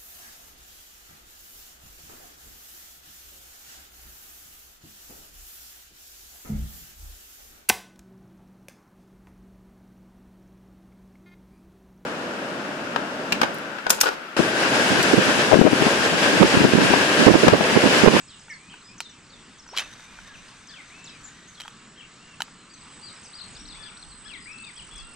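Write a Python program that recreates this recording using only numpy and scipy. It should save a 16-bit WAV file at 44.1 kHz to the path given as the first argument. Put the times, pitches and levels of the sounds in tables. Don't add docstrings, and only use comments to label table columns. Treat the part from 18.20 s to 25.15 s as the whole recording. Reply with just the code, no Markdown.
import sys
import numpy as np
from scipy import signal
from scipy.fft import rfft, irfft, next_fast_len
from scipy.io import wavfile
from scipy.ndimage import uniform_filter1d, map_coordinates

SR = 44100
rng = np.random.default_rng(int(sys.argv[2]) if len(sys.argv) > 2 else 0)


def transcribe(signal):
    frames = np.atleast_2d(signal).T
    limited = np.clip(frames, -1, 1)
    pcm = np.round(limited * 32767).astype(np.int16)
    wavfile.write(sys.argv[1], SR, pcm)


N = 306583


def amp(db):
    return 10 ** (np.asarray(db) / 20)


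def unit(x):
    return x / np.sqrt(np.mean(x ** 2) + 1e-20)


def along(points, hz):
    pitches, values = np.transpose(points)
    return np.interp(np.log(hz + 1), np.log(pitches + 1), values)


def curves(rows):
    times, *columns = np.transpose(rows)
    return [np.interp(np.arange(N) / SR, times, column) for column in columns]


def wobble(rate, size=N):
    return map_coordinates(rng.standard_normal(int(size * rate / SR) + 4), [np.arange(size) * rate / SR])


def tone(hz):
    return np.sin(2 * np.pi * np.cumsum(hz) / SR)


def filtered(x, response):
    size = next_fast_len(N + SR // 2)
    return irfft(rfft(x, size) * response(np.fft.rfftfreq(size, 1 / SR)), size)[..., :N]


def sides(pan_db):
    return amp(np.array([pan_db / 2, -pan_db / 2]))


def rush(spectrum, likeness, patchy_db):
    cells = signal.stft(rng.standard_normal((2, N)), nperseg=512)[2]
    patches = uniform_filter1d(uniform_filter1d(rng.standard_normal(cells.shape[1:]), 5, 0), 12, 1)
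    pair = signal.istft(cells * amp(patchy_db * unit(patches)), nperseg=512)[1][:, :N]

    def colour_and_width(hz):
        angle = np.arccos(np.clip(along(likeness, hz), -1, 1)) / 2
        return amp(along(spectrum, hz)) * [np.cos(angle), np.sin(angle)]

    mid, side = filtered(pair, colour_and_width)
    return unit(np.array([mid + side, mid - side]))


# pitch_hz, likeness
FAR_LIKENESS = [(100, 0.97), (250, 0.94), (1500, 0.87), (9000, 0.78)]
# pitch_hz, relative_db
TRAFFIC_SPECTRUM = [(40, -2), (110, 1), (175, 6.5), (280, 1.5), (500, -11), (900, -49)]


def traffic():
    return amp(-56 + .13 * wobble(.55)) * rush(TRAFFIC_SPECTRUM, FAR_LIKENESS, patchy_db=2.5)


# time_s, level_db
FIELD_LEVELS = [(0, -49), (.07, -53), (1.4, -52.5), (2.8, -51), (3.8, -52.5), (4.9, -50), (6.95, -51.5)]
# pitch_hz, relative_db
FIELD_SPECTRUM = [(400, -6), (700, -7.5), (1200, 0), (2000, -3), (2800, -4), (5000, -9), (6200, -12.5),
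                  (8600, -8), (9300, -27), (11000, -44), (14000, -110)]


def field():
    level_db = curves(FIELD_LEVELS)[0] + .8 * wobble(7)
    return amp(level_db) * rush(FIELD_SPECTRUM, FAR_LIKENESS, patchy_db=1.6)


# time_s, level_db
GUSTS = [(0, -91), (.9, -79), (1.2, -64), (2.2, -60.5), (2.6, -77), (4.9, -90), (5.4, -50), (5.8, -63),
         (6.15, -51), (6.5, -78), (6.82, -38.5), (6.95, -74)]
# pitch_hz, relative_db
GUST_SPECTRUM = [(15, 5), (35, 25), (80, 9), (200, -58)]


def wind():
    lumps = amp(3 * wobble(8) + 3 * np.array([wobble(8), wobble(8)]))
    rumble = unit(lumps * rush(GUST_SPECTRUM, [(30, .3)], patchy_db=.8))
    return amp(curves(GUSTS)[0]) * sides(-3)[:, None] * rumble


# pitch_hz, strokes_per_s, time_of_one_stroke_s, start_s, stop_s, level_ahead_db
CRICKET_SONGS = [(7050, 44.45, 3.757, -1, 4.4, -68), (7900, 45.27, 3.7456, -1, 4.7, -65),
                 (8450, 44.75, 6.002, -1, .4, -66), (8050, 45.37, 5.24, 4.6, 8, -68),
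                 (8450, 44.75, 6.002, 4.6, 8, -66)]
# pitch_hz, relative_db
CHORUS_SPECTRUM = [(6900, -120), (7300, -40), (7750, -7), (7980, 0), (8300, -7), (8800, -40), (9300, -120)]
# time_s, pan_db
CRICKET_PAN = [(0, -4.5), (.6, -1.5), (2.2, 5), (3.7, -3), (4.45, -1.5), (4.8, -7.5), (6.95, -8.5)]


def crickets(fade_db_per_s=30):
    pan_db, = curves(CRICKET_PAN)
    t, near = np.arange(N) / SR, 0
    for hz, rate, stroke_s, start, stop, db in CRICKET_SONGS:
        stroke = ((t - stroke_s) * rate + .015 * wobble(20) + .5) % 1 - .5
        reach = np.clip(stroke / .32, -1, 1)
        pitch = hz * (1 + .005 * wobble(25)) - 500 * reach ** 2
        trill = np.abs(np.cos(np.pi / 2 * reach)) ** .27 * tone(pitch)
        fade_db = fade_db_per_s * np.minimum(0, np.minimum(t - start, stop - t))
        near = near + amp(db + fade_db + 2 * wobble(30)) * unit(trill)
    far = amp(-78) * rush(CHORUS_SPECTRUM, [(8000, .42)], patchy_db=4.5)
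    return sides(pan_db) * (amp(-1.15 * pan_db) * near + amp(-1.9 * pan_db) * far)


def rod_hum(start_s=1.49, length_s=.085, start_hz=130, rise_octaves=4.2):
    swing = np.clip((np.arange(N) / SR - start_s) / length_s, 0, 1)
    pitch = start_hz * 2 ** (rise_octaves * swing) * (1 + .2 * wobble(150))
    return amp(-41 + 4.2 * wobble(41.48)) * swing * np.sin(np.pi * swing) * tone(pitch)


# time_s, pitch_hz, level_db
LINE_NOTE = [(1.585, 2250, -99), (1.593, 2350, -28), (1.607, 2700, -32), (1.617, 2700, -47),
             (1.657, 2500, -44), (1.67, 2400, -99)]


def line_song():
    hz, db = curves(LINE_NOTE)
    return amp(db + 3 * wobble(250)) * tone(hz * (1 + .02 * wobble(300)))


# time_s, swish_db, spool_db
CAST_LEVELS = [(1.44, -78, -70), (1.53, -52.5, -80), (1.565, -33, -62), (1.6, -33, -42), (1.65, -49.5, -47),
               (1.75, -55, -54), (2.1, -54.5, -57), (2.45, -91, -61), (3.5, -93, -60), (3.62, -104, -97)]
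# pitch_hz, relative_db
SWISH_SPECTRUM = [(120, -25), (400, -9), (1300, -2), (2500, -3), (5000, -9), (15000, -45)]
SPOOL_SPECTRUM = [(800, -12.5), (1550, 5), (3400, -11), (3700, 9.5), (3950, -23), (5500, -9), (6050, 6),
                  (6600, -9), (10000, -14), (15500, -35)]


def cast():
    swish_db, spool_db = curves(CAST_LEVELS)
    swish = amp(swish_db + 2.5 * wobble(120)) * rush(SWISH_SPECTRUM, [(1000, .9)], patchy_db=.9)
    whirr = rush(SPOOL_SPECTRUM, [(1000, .9), (9000, .3)], patchy_db=1.2)
    return swish + amp(spool_db + 2.2 * wobble(40) + 3 * wobble(300)) * whirr


# pitch_hz, relative_db, ring_s (time to fade by 60 dB)
REEL_TONES = [(930, 5, 0.018), (1366, 11, 0.014), (2050, -2, .006), (2600, -4, 0.012), (3050, 0, 0.014),
              (3870, 3, 0.0052), (4270, 1.5, 0.0021), (5500, -5, 0.008), (6560, 0, 0.0021)]
# start_s, level_db, knock_db (the dull tones compared with the bright ones)
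REEL_CLICKS = [(0.283, -34.5, 15), (0.54, -31.5, 2), (0.8046, -10.5, -14), (.81, -22, -14),
               (1.465, -37, 23), (1.49, -31, 4), (1.5657, -15.5, -33), (1.5743, -9.5, -27),
               (1.5757, -13, -39), (1.5845, -8.5, -36), (1.592, -16, -37), (1.596, -15, -31),
               (1.603, -16.5, -35), (1.61, -25.5, -30), (1.797, -30.5, 16), (1.988, -28.5, 28),
               (3.402, -19, -17), (3.4071, -21, -21), (3.4171, -22.5, -22), (3.435, -35, -19),
               (3.451, -32, -1), (3.456, -29.5, 4), (3.479, -22.5, -9), (4.2049, -12.5, -2.5),
               (4.211, -22, -17), (4.22, -6.5, -13), (4.281, -33, 32), (5.2, -40.5, -4)]


def reel(low_cut_hz=774):
    out, t = np.zeros((2, N + SR)), np.arange(1200) / SR
    hz, tone_db, ring_s = np.transpose(REEL_TONES)[:, :, None]
    for start, db, knock_db in REEL_CLICKS:
        blow_db = tone_db + np.where(hz < 2000, knock_db, 0) + 1.5 * rng.standard_normal(hz.shape)
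        grip = 1 + .05 * rng.standard_normal(hz.shape)
        level_shift, phase_shift = rng.standard_normal((2, 2, len(hz), 1)) * hz / 9000
        fade = amp(blow_db + 3.5 * level_shift - 60 * t / ring_s)
        ring = fade * np.sin(2 * np.pi * hz * grip * t + .2 * phase_shift)
        rattle = 1 + .5 * wobble(1800, size=len(t))
        click = ring.sum(axis=1) * rattle * (1 - np.exp(-t / .00011))
        click += amp(-9) * np.roll(click, 55, axis=1)
        click /= np.abs(click.mean(axis=0)).max()
        noise = rng.standard_normal((2, len(t)))
        grit = noise - np.roll(noise, 3, axis=1)
        snap = amp(-31.5 - .17 * knock_db - 60 * t / .046) * grit
        out[:, round(start * SR):][:, :len(t)] += amp(db) * (click + snap)
    return filtered(out[:, :N], lambda f: (1j * f / (low_cut_hz + 1j * f)) ** 2)


# pitch_hz, ring_s (time to fade by 60 dB)
BANK_RING_TIMES = [(1000, 0.13), (4000, 0.26), (9000, 0.14)]


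def bank_echo(x):
    hz, t, cells = signal.stft(rng.standard_normal((2, SR // 2)), SR, nperseg=256)
    fade = amp(-60 * t / along(BANK_RING_TIMES, hz)[:, None])
    tail = signal.istft(cells * fade, SR, nperseg=256)[1]
    return signal.fftconvolve(x, tail / np.linalg.norm(tail[0]), axes=1)[:, :N]


def far_chatter(count=110):
    for when, length, height, loudness, side in rng.random((count, 5)):
        glide = np.linspace(1, 1 - .28 * side ** 2, round((.0309 + .074 * length) * SR))
        yield when * N / SR, (2500 + 4000 * height) * glide, -70 + 7 * loudness, 12 * side - 4


# start_s, length_s, held_hz, end_hz, level_db, pan_db
BIRD_WHISTLES = [(2.701, 0.27, 2657, 2284, -47, 4), (6.277, 0.19, 1336, 1205, -58, 14),
                 (3.054, 0.21, 1920, 1960, -55.5, 2), (5.351, 0.065, 5810, 5760, -45, 3),
                 (5.544, 0.055, 2665, 2650, -52.5, 17), (5.602, 0.21, 1429, 1360, -53.5, 8),
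                 (6.258, 0.25, 2646, 1900, -44, 11.5), (6.786, 0.73, 1397, 1370, -54, 4)]


def whistles(slide_s=.023, sag_db=3, tire_db=4):
    for start, length, held_hz, end_hz, db, pan_db in BIRD_WHISTLES:
        t = np.arange(round(length * SR)) / SR
        done = t / length
        hz = held_hz * (1 - .28 * np.exp(-t / slide_s)) - (held_hz - end_hz) * done ** 10
        yield start, hz, db - sag_db * np.sin(np.pi * done) - tire_db * done, pan_db


# start_s, length_s, start_hz, top_hz, top_at (0 to 1), end_hz, level_db, pan_db
BIRD_ARCHES = [(0.34, 0.22, 2040, 2573, 1, 2500, -52.5, 4),
               (0.497, 0.053, 2850, 3190, 0.26, 2270, -48.5, 0),
               (0.639, 0.057, 4790, 5080, 0.7, 5080, -47, 0),
               (1.816, 0.19, 1944, 2440, 0.53, 2330, -56.5, 0),
               (2.487, 0.066, 1600, 1780, 0.3, 1410, -53, 6),
               (2.496, 0.054, 3080, 3600, 0.44, 3300, -51, 11),
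               (3.036, 0.031, 7170, 7300, 0.28, 6400, -39.5, 5),
               (3.274, 0.04, 6400, 6560, 0.4, 5700, -49.5, -3),
               (3.762, 0.07, 2810, 3240, 0.24, 2150, -48, 5),
               (3.943, 0.21, 2184, 2820, 0.57, 2650, -55.5, 0),
               (4.499, 0.067, 4330, 4760, 0.25, 3760, -51.5, 7),
               (4.811, 0.097, 4120, 4720, 0.28, 3590, -43.5, 8),
               (5.132, 0.077, 3760, 4840, 0.37, 3420, -41.5, 5.5),
               (5.661, 0.045, 3140, 3250, 0.264, 1980, -47, 10),
               (6.042, 0.072, 2710, 3420, 0.4, 3000, -47.5, 13.5),
               (6.047, 0.039, 4770, 5300, 0.53, 5050, -54, 12),
               (6.353, 0.11, 6600, 6700, 0.55, 6050, -64, 8),
               (6.558, 0.056, 2990, 3350, 0.33, 2250, -45, 10),
               (6.705, 0.12, 2800, 3390, 0.14, 3377, -48, 9),
               (6.748, 0.19, 2300, 2760, 0.54, 2740, -53.5, 0)]


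def arched_calls(soft_start_db=4):
    for start, length, start_hz, top_hz, top_at, end_hz, db, pan_db in BIRD_ARCHES:
        past_top = np.arange(round(length * SR)) / SR / length - top_at
        rise = np.maximum(-past_top / top_at, 0)
        fall = np.maximum(past_top, 0) / max(1 - top_at, 1e-9)
        hz = top_hz - (top_hz - start_hz) * rise ** 2 - (top_hz - end_hz) * fall ** 1.7
        yield start, hz, db - soft_start_db * rise, pan_db


# start_s, length_s, start_hz,
# end_hz, level_db, pan_db
BIRD_CHIRPS = [(0.076, 0.056, 5900, 3360, -52, 0), (0.106, 0.052, 3270, 2780, -51.5, -1),
               (0.193, 0.033, 6200, 4730, -55, 0), (0.293, 0.065, 7000, 4200, -47.5, 1),
               (0.294, 0.041, 1895, 1703, -40, 0), (0.299, 0.035, 2270, 1980, -38.5, 0),
               (0.614, 0.019, 4300, 3600, -53.5, 0), (0.683, 0.066, 2336, 2620, -52.5, 0),
               (0.78, 0.095, 6740, 3550, -45.5, 1), (0.89, 0.032, 6700, 5460, -54, 0),
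               (1.097, 0.075, 4760, 3300, -52.5, 1), (1.384, 0.027, 6600, 5050, -47.5, 1),
               (1.477, 0.032, 6190, 5000, -48, 0), (2.054, 0.08, 1855, 1616, -52, 2),
               (2.136, 0.03, 3390, 2300, -47, 3), (2.279, 0.036, 5620, 2920, -51, 2),
               (2.47, 0.046, 6700, 3960, -47, 2), (2.539, 0.075, 3280, 1956, -45.5, 4.5),
               (2.841, 0.061, 7870, 3010, -45.5, 1), (2.892, .016, 5800, 4900, -51, 6),
               (3.346, 0.025, 4600, 3400, -50, 1), (3.373, 0.071, 3350, 3150, -50.5, 2),
               (4.537, 0.016, 6300, 5970, -49.5, 2), (4.605, 0.026, 6240, 4000, -54, 9),
               (4.939, 0.051, 6260, 4890, -53, 3), (5.031, 0.053, 6750, 4530, -52, 9),
               (5.051, 0.024, 6560, 4710, -46.5, 0), (5.201, 0.022, 4760, 4030, -44.5, 14),
               (5.302, 0.054, 7250, 6500, -55, 0), (5.346, 0.037, 6000, 3000, -49.5, 11),
               (5.452, 0.016, 3580, 4880, -44.5, 5), (5.471, 0.063, 6440, 3330, -46, 6.5),
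               (5.523, 0.014, 4940, 3900, -55, 4), (5.593, 0.11, 3450, 3450, -53.5, 21),
               (5.599, 0.078, 1763, 1700, -56, 17), (5.624, 0.037, 5240, 3500, -47, 5),
               (5.766, 0.016, 3220, 5060, -46.5, 7), (5.826, 0.017, 4450, 3240, -40.5, 7),
               (5.898, 0.041, 4950, 3950, -46.5, 5), (6.057, 0.027, 1700, 1724, -50, 12),
               (6.077, 0.011, 3600, 5070, -51, 11), (6.097, 0.076, 3130, 1888, -43.5, 10.5),
               (6.135, 0.027, 4180, 2940, -43.5, 13.5), (6.204, 0.069, 5070, 4770, -55.5, 8),
               (6.313, 0.023, 5980, 5000, -48.5, 2), (6.38, 0.012, 3630, 4840, -46, 7),
               (6.439, 0.013, 3860, 3550, -44.5, 10), (6.446, 0.011, 4920, 3660, -47, 6),
               (6.564, 0.033, 6100, 3830, -47.5, 2), (6.758, 0.062, 6700, 4180, -48.5, 4)]


def chirps(ease_cycles=210, swell_db=.3):
    for start, length, start_hz, end_hz, db, pan_db in BIRD_CHIRPS:
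        t = np.arange(round(length * SR)) / SR
        glide = 1 - np.exp(-t * start_hz / ease_cycles)
        hz = start_hz + (end_hz - start_hz) * glide / glide[-1]
        yield start, hz, db + swell_db * (2 * t / length - 1), pan_db


def bird_voice(hz):
    size = len(hz)
    t = np.arange(size) / SR
    voice = tone(hz * (1 + .006 * wobble(200, size)))
    soft_edges = np.sin(np.pi / 2 * np.minimum(1, np.minimum(2 * t, t[-1] - t) / .004))
    slide_speed = np.tanh(np.abs(np.gradient(hz)) * SR / 20000)
    beads_db = 5.5 * slide_speed * (np.tanh(wobble(240, size)) - .3)
    return soft_edges * amp(2 * wobble(80, size) + beads_db) * voice


def birds():
    out = np.zeros((2, N + SR))
    for start, hz, db, pan_db in [*far_chatter(), *whistles(), *arched_calls(), *chirps()]:
        out[:, round(start * SR):][:, :len(hz)] += sides(pan_db)[:, None] * amp(db) * bird_voice(hz)
    return out[:, :N]


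def scene():
    song, clicks = birds(), reel()
    song += amp(-19) * np.roll(song, 2100, axis=1)
    blurred_song = amp(-5.5) * np.roll(song, 900, axis=1) * unit(wobble(350))
    echoes = bank_echo(blurred_song + amp(-25) * clicks)
    background = traffic() + field() + wind() + crickets()
    angler = rod_hum() + line_song() + cast() + clicks
    return background + angler + echoes + song


def record(dry, top_hz=15850):
    delay_s = np.array([[1], [0]]) / SR
    return filtered(dry, lambda hz: (hz < top_hz) * np.exp(-2j * np.pi * hz * delay_s))


dry = scene()
out = record(dry)
transcribe(out)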